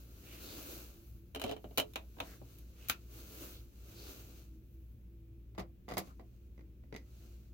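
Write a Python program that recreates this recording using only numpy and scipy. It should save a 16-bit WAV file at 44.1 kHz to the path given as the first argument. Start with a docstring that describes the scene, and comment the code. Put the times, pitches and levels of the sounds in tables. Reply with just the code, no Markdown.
"""A nylon jacket swishes as arms move, its sleeves sliding over the cloth in a small plywood blind.
Then metal chatters: a teleconverter's bayonet lugs find a camera's mount, turn and latch, and the pair
is twisted onto a long lens. Each contact rings the parts and the hut; smooth barrels rub in between.
A faint low drone and a dull outdoor rumble lie under it all, heard by a spaced pair of microphones."""
import sys
import numpy as np
from scipy import signal
from scipy.fft import rfft, irfft, next_fast_len
from scipy.io import wavfile

SR = 44100
rng = np.random.default_rng(int(sys.argv[2]) if len(sys.argv) > 2 else 0)


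def put_to_file(sound):
    """Save the sound as 16-bit audio at rate SR, in the file named by the first command-line argument."""
    columns = np.atleast_2d(sound).T  # one column per channel
    safe = np.clip(columns, -1, 1)
    whole_steps = np.round(safe * 32767)
    wavfile.write(sys.argv[1], SR, whole_steps.astype(np.int16))


N = 332073
TIME = np.arange(N) / SR
RING = 10240  # samples given to one hit and its tail

# metal-on-metal hits: (time [s], strength [dB], hardness [dB per octave])
LUG_HITS = [(1.3485, -3.5, 1.1), (1.3595, -1, -1.3), (1.3975, -6.5, 0.7), (1.416, 1.5, 0.6),
            (1.4395, 3.5, 0.1), (1.4455, -3.5, -4.5), (1.464, -7, -1), (1.48, -13, 0.5), (1.494, -3, -1.5),
            (1.502, -13.5, -3.5), (1.513, -2, -0.5), (1.5225, -6.5, -2), (1.565, -10.5, -2.5),
            (1.6425, -11.5, -5.5), (1.71, -21, -5.5), (1.775, 8, 2), (1.7815, 12, 1.95), (1.791, 2, -2),
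            (1.7995, 6.5, 1.7)]  # the converter's lugs find the camera mount and drop in
TURN_HITS = [(1.9356, -25, 6.5), (1.958, 2, 1), (2.168, -25, -7.5), (2.185, -16.5, -3), (2.202, 2, -0.3),
             (2.415, -25.5, -10), (2.5856, -41, 11.5)]  # the bayonet turns in the mount
LATCH_HITS = [(2.8856, -25, 5.5), (2.8937, -21, 2.5), (2.8978, .5, 0.23)]  # its sprung pin snaps home
LENS_HITS = [(5.5495, -23, -.7), (5.579, -3.5, -4), (5.5835, -3, -1), (5.595, -3.5, -0.2), (5.6, -6, -0.5),
             (5.882, -10, -4), (5.888, -5.5, 0.5), (5.902, -7.5, -1.5), (5.912, -4, -0.6),
             (5.92, -2.5, -2.5), (5.938, -7, 1.5), (5.9703, 6.5, 0), (5.978, 4.5, 0.5), (5.981, -5.5, 8),
             (6.075, -23, -3), (6.196, -16, -4)]  # the pair meets the long lens
LOCK_HITS = [(6.578, -19.5, -2), (6.592, -18, -2.5), (6.609, -18.5, -2), (6.837, -23.5, -4),
             (6.926, -3.5, -2.5), (6.942, -12, 3), (6.949, -4.5, -1.5), (6.9625, -2.5, 3)]  # the lens bayonet turns and locks
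# resonances of each struck part: (frequency [Hz], width [Hz], level [dB])
CONVERTER_MODES = [(271, 16, 11.5), (430, 9.4, 14), (605, 60, 5), (680, 54, 5), (923, 30, -2),
                   (2400, 80, 7.5), (2770, 110, 6), (2905, 46, 13), (3070, 44, 15), (3970, 110, 6.5)]
MOUNT_MODES = [(278, 14, 9.3), (640, 56, 6.3), (798, 53, 2.4), (1000, 160, 3.4), (2520, 140, 5),
               (2870, 220, 3.3), (3770, 390, 6.4), (6260, 830, 3.7)]
LATCH_MODES = [(1145, 40, 1), (1340, 130, 11), (1490, 150, 9), (2500, 190, 4.6), (3745, 450, -4.5),
               (4940, 400, 2), (6240, 340, 7), (14730, 1100, 6)]
LENS_MODES = [(187.9, 7.6, 16), (270, 5.9, 5), (333, 8.8, 5), (514, 17, 6), (713, 49, 4.5), (1027, 14, 7),
              (1140, 91, 7.5), (2034, 220, 12), (4850, 260, 10.5)]
LOCK_MODES = [(284, 11, 9.8), (430, 29, 5.8), (530, 30, 7.1), (2004, 140, 19.6), (2420, 62, 8.9),
              (4880, 120, 16.7), (6000, 300, 7.6)]
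# band centres of a hit: (thud [Hz], knock [Hz], clack [Hz], ping [Hz], tick [Hz])
TONE_BANDS_HZ = [250, 700, 2600, 6000, 13000]
# tone of an ordinary hit on each part: (thud [dB], knock [dB], clack [dB], ping [dB], tick [dB])
CONVERTER_TONE = [-4.5, -0.5, -10, -17, -22.5]
MOUNT_TONE = [-4.5, 1, -4.5, -21, -24.5]
LATCH_TONE = [2.5, 0, 5, -5, -6]
LENS_TONE = [-3, -0.5, -15, -19.5, -28.5]
LOCK_TONE = [-2, -7.5, -20.5, -27.5, -41]
# colour shared by all hits: (frequency [Hz], gain [dB])
HIT_EQ = [(40, -15.5), (115, 0), (150, -5), (300, -1), (700, -2.5), (1100, -4.5), (1800, -7), (3000, -1),
          (4000, 0.5), (4900, -6), (6400, -1), (9000, -7.5), (12000, 3.5), (15500, -2)]
# sleeve drags: (peak time [s], rise [s], fall [s], relative level [dB], extra hiss [dB])
ARM_MOVES = [(0.02, .15, 0.12, -75, 5), (0.48, 0.22, .17, -64, 1.5), (0.72, 0.39, 0.16, -58, 3),
             (1.08, 0.14, .14, -77.5, 7), (1.8, 0.45, 0.68, -77.5, 4.5), (2.28, 0.1, 0.1, -65.5, 1),
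             (2.51, 0.095, 0.21, -71.5, 2.5), (2.83, 0.086, 0.16, -67, -0.5), (3.2, 0.094, 0.084, -64.5, 3),
             (3.429, 0.17, 0.13, -59.5, 3.5), (4.09, 0.21, 0.22, -61.5, 1.5), (4.36, 0.05, 0.12, -74, 0.5),
             (4.75, 0.23, .33, -88.5, 8.5), (6.06, .1, 0.086, -72, -1.5), (6.35, 0.18, 0.31, -86.5, 0),
             (7.24, 0.19, 0.21, -74, -.5)]
# nylon on nylon, its swish and its fine hiss: (frequency [Hz], relative level [dB])
NYLON_SWISH = [(120, -1.5), (300, 16.5), (580, 7.5), (900, -2), (1400, 3), (1900, -5), (2700, 3),
               (3400, -1), (4300, 2), (5200, -2), (6300, 2), (8500, -6.5), (11000, -9.5), (15000, -31)]
NYLON_HISS = [(6000, -44.5), (9500, -12.5), (11500, 0), (13000, 0), (15200, 0.5)]
# sleeves and smooth barrels rubbing: (time [s], length [s], start pitch [Hz], end pitch [Hz], level [dB])
RUBS = [(0.031, 0.2, 1336, 1440, -84), (0.22, 0.23, 2563, 2707, -64.5), (0.38, 0.23, 4000, 4200, -60),
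        (1.432, 0.124, 433, 494, -44.5), (1.442, 0.12, 3335, 3350, -58), (2.23, 0.16, 1736, 1600, -68.5),
        (2.745, 0.23, 2675, 2830, -69), (3.506, 0.11, 3450, 4100, -66.5), (3.932, 0.2, 4490, 4300, -63),
        (6.066, 0.083, 1163, 1136, -70)]
# partials of the drone: (frequency [Hz], level [dB], pitch wander [Hz], level waver [0-1])
DRONE_PARTIALS = [(58.55, -55.5, .9, 0.3), (116.5, -66, 2.1, 0.6), (335, -70.5, 5.8, 0.8)]
# outdoor rumble and microphone hiss: (frequency [Hz], relative level [dB])
RUMBLE = [(15, -26), (45, -5.5), (62, -4.5), (80, -6), (115, -8), (140, -16.5), (190, -13), (260, -19),
          (340, -21), (430, -26), (800, -45), (1800, -47.5), (5000, -59)]
MIC_HISS = [(900, -10), (1900, -11.5), (2500, 0), (4800, -10.5), (6400, -9.5), (8500, -17.5),
            (10000, -14.5), (11700, -8), (13000, -6), (15500, -0.5)]
# mismatch in colour between the microphones: (frequency [Hz], left minus right [dB])
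MIC_MISMATCH = [(100, 0.5), (250, -0.5), (450, -0.5), (800, -3), (1400, 8.5), (2250, -5), (3200, 0),
                (4800, 2.5), (8000, -4.5), (11800, -2.5), (14500, 8)]


def bayonet_hits(hits, tone, modes, lag_ms, crack_db, shell_db, shell_t60_s, hut_db, hut_t60_s):
    """Each hit is a crack, a shell rattle and the hut's echo, all coloured by the struck part's modes."""
    out, hz = np.zeros((2, N + RING)), bins(RING)
    # narrow modes ring on above a broad, well-damped body
    ringing = sum(undb(2 * db) / (1 + ((hz / f - f / hz) * f / width) ** 2) for f, width, db in modes)
    tone_db = np.interp(np.log(hz), np.log(TONE_BANDS_HZ), tone)
    body_db = 10 * np.log10(1 + ringing) + curve(HIT_EQ, hz) + tone_db
    # harder is brighter: the spectrum tilts about 1500 Hz
    octaves = np.log2(np.clip(hz, TONE_BANDS_HZ[0], TONE_BANDS_HZ[-1]) / 1500)
    delay_s = np.array([[lag_ms / 1000], [0]])  # the crack reaches the right microphone first
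    crack = undb(crack_db) * np.exp(-2j * np.pi * hz * delay_s)
    shell_power = undb(2 * shell_db) * octave_decay(shell_t60_s, damping=0.5)
    hut_power = undb(2 * hut_db) * octave_decay(hut_t60_s, damping=0.24)
    envelopes = np.sqrt(shell_power + hut_power)
    for time_s, strength_db, hardness in hits:
        start = int(time_s * SR)
        body = minimum_phase(body_db + strength_db + hardness * octaves)
        out[:, start:start + RING] += irfft((crack + ring_tail(envelopes)) * body)
    return out[:, :N]


def octave_decay(t60_s, damping):
    """Fading power in each octave, summing to 1; t60_s holds at 1 kHz and the treble dies sooner."""
    octave = np.arange(-3, 5)[:, None]
    power = undb(-120 * TIME[:RING] / (t60_s * 2 ** (-damping * octave)))
    return power / power.sum(axis=1, keepdims=True)


def ring_tail(envelopes):
    """Spectrum of dense modes dying away by octave; each octave holds its share of a unit click."""
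    octave = np.clip(np.round(np.log2(bins(RING) / 125)), 0, 7)
    bands = octave == np.arange(8)[:, None, None]
    rings = irfft(diffuse(RING) * bands) * envelopes[:, None]
    energy = np.sum(rings ** 2, axis=(1, 2), keepdims=True) / 2
    share = bands.mean(axis=2, keepdims=True)
    return rfft(np.sum(rings * np.sqrt(share / energy), axis=0))


def jacket(swish_db, hiss_db, grain_db, flutter_db):
    """Sleeves slide over the jacket with each arm move; the weave catches and lets go in fine grains."""
    swish_swell, hiss_swell = 0, 0
    for peak_s, rise_s, fall_s, db, extra_hiss_db in ARM_MOVES:
        from_peak = np.abs(TIME - peak_s) / np.where(TIME < peak_s, rise_s, fall_s)
        move = undb(db) * np.exp(-from_peak ** 1.4)  # between pointed (1) and bell-shaped (2)
        swish_swell = np.hypot(swish_swell, move)
        hiss_swell = np.hypot(hiss_swell, undb(extra_hiss_db) * move)
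    catch = unit_rms(undb(grain_db * wander(450) + flutter_db * wander(25)))
    swish = undb(swish_db) * swish_swell * noise_bed(NYLON_SWISH)
    hiss = undb(hiss_db) * hiss_swell * noise_bed(NYLON_HISS)
    return catch * (swish + hiss)


def rubs(relative_width):
    """Brief friction of sleeves and barrels: a band of noise whose centre slides as the parts move."""
    out = np.zeros((2, N))
    for time_s, length_s, start_hz, end_hz, db in RUBS:
        start, size = int(time_s * SR), min(int(length_s * SR), RING)
        rolloff = 1 + (bins(RING) / (relative_width * start_hz)) ** 2
        roughness = irfft(diffuse(RING) / rolloff)[:, :size]
        glide_hz = np.linspace(start_hz, end_hz, size)
        phase = 2 * np.pi * (np.cumsum(glide_hz) / SR + rng.random((2, 1)))
        fade = np.hanning(size) ** .5
        out[:, start:start + size] += undb(db) * unit_rms(roughness * np.sin(phase) * fade)
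    return out


def drone():
    """A low hum that wavers in pitch and strength."""
    out = 0
    for hz, db, wander_hz, waver in DRONE_PARTIALS:
        phase = 2 * np.pi * np.cumsum(hz + wander_hz * wander(12)) / SR
        out = out + undb(db) * unit_rms(np.sin(phase) * (1 + waver * wander(11)))
    return out


def room_tone(rumble_db, hiss_db):
    """Dull outdoor rumble through the walls, with the microphones' own hiss."""
    return undb(rumble_db) * noise_bed(RUMBLE) + undb(hiss_db) * noise_bed(MIC_HISS)


def noise_bed(colour):
    """Steady diffuse noise of a given colour, at rms 1."""
    size = next_fast_len(N, real=True)
    spectrum = diffuse(size) * undb(curve(colour, bins(size)))
    return unit_rms(irfft(spectrum)[:, :N])


def diffuse(size, spacing_m=0.19):
    """Spectrum of noise from all sides at two microphones: centred in the bass, wide above."""
    likeness = .96 * np.sinc(2 * bins(size) * spacing_m / 343)
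    mid, side = rfft(rng.standard_normal((2, size))) * np.sqrt([1 + likeness, 1 - likeness])
    return np.array([mid + side, mid - side]) / np.sqrt(2)


def wander(rate_hz):
    """Smooth random modulation at rms 1."""
    knots = signal.resample(rng.standard_normal(4096), 8 * 4096)
    return unit_rms(np.interp(TIME * rate_hz, np.arange(len(knots)) / 8, knots))


def minimum_phase(db):
    """Frequency response with the given gains that rings only after the attack."""
    cepstrum = irfft(np.log(undb(db)))
    half = len(cepstrum) // 2
    cepstrum[1:half] *= 2
    cepstrum[half + 1:] = 0
    return np.exp(rfft(cepstrum))


def curve(points, hz):
    """Read an EQ curve on a log-frequency axis."""
    point_hz, db = np.transpose(points)
    return np.interp(np.log(hz), np.log(point_hz), db)


def bins(size):
    """Frequencies of a spectrum, floored at 1 Hz."""
    return np.maximum(np.fft.rfftfreq(size, 1 / SR), 1)


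def undb(db):
    """Decibels to gain."""
    return 10 ** (np.asarray(db) / 20)


def unit_rms(x):
    """Scale to rms 1."""
    return x / np.sqrt(np.mean(x ** 2))


def scene():
    """Two bayonets click home up front, over cloth, friction and a quiet bed."""
    lugs = bayonet_hits(LUG_HITS, CONVERTER_TONE, CONVERTER_MODES, lag_ms=0.4, crack_db=-19.5,
                        shell_db=-5.5, shell_t60_s=0.035, hut_db=-5.0, hut_t60_s=0.14)
    turn = bayonet_hits(TURN_HITS, MOUNT_TONE, MOUNT_MODES, lag_ms=0.13, crack_db=-20,
                        shell_db=-7.0, shell_t60_s=0.065, hut_db=-10.0, hut_t60_s=0.17)
    latch = bayonet_hits(LATCH_HITS, LATCH_TONE, LATCH_MODES, lag_ms=0.39, crack_db=-13.0,
                         shell_db=-2.0, shell_t60_s=0.0294, hut_db=-3.0, hut_t60_s=0.16)
    lens = bayonet_hits(LENS_HITS, LENS_TONE, LENS_MODES, lag_ms=0.0985, crack_db=-10.0,
                        shell_db=-6.0, shell_t60_s=0.044, hut_db=-0.5, hut_t60_s=0.15)
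    lock = bayonet_hits(LOCK_HITS, LOCK_TONE, LOCK_MODES, lag_ms=0.061, crack_db=-15.0,
                        shell_db=0.5, shell_t60_s=0.037, hut_db=-3.5, hut_t60_s=0.2)
    cloth = jacket(swish_db=7, hiss_db=4.5, grain_db=0.8, flutter_db=0.97)
    friction = rubs(relative_width=0.292)
    bed = drone() + room_tone(rumble_db=-58.0, hiss_db=-77)
    return lugs + turn + latch + lens + lock + cloth + friction + bed


def record(dry):
    """Each microphone adds its own colour; the top is cut steeply above 16.1 kHz."""
    size = next_fast_len(N + RING, real=True)
    mismatch_db = np.array([[.5], [-.5]]) * curve(MIC_MISMATCH, bins(size))
    mics = irfft(rfft(dry, size) * undb(mismatch_db), size)[:, :N]
    high_cut = signal.ellip(10, .2, 70, 16100, fs=SR, output="sos")
    return signal.sosfilt(high_cut, mics)


dry = scene()
out = record(dry)
put_to_file(out)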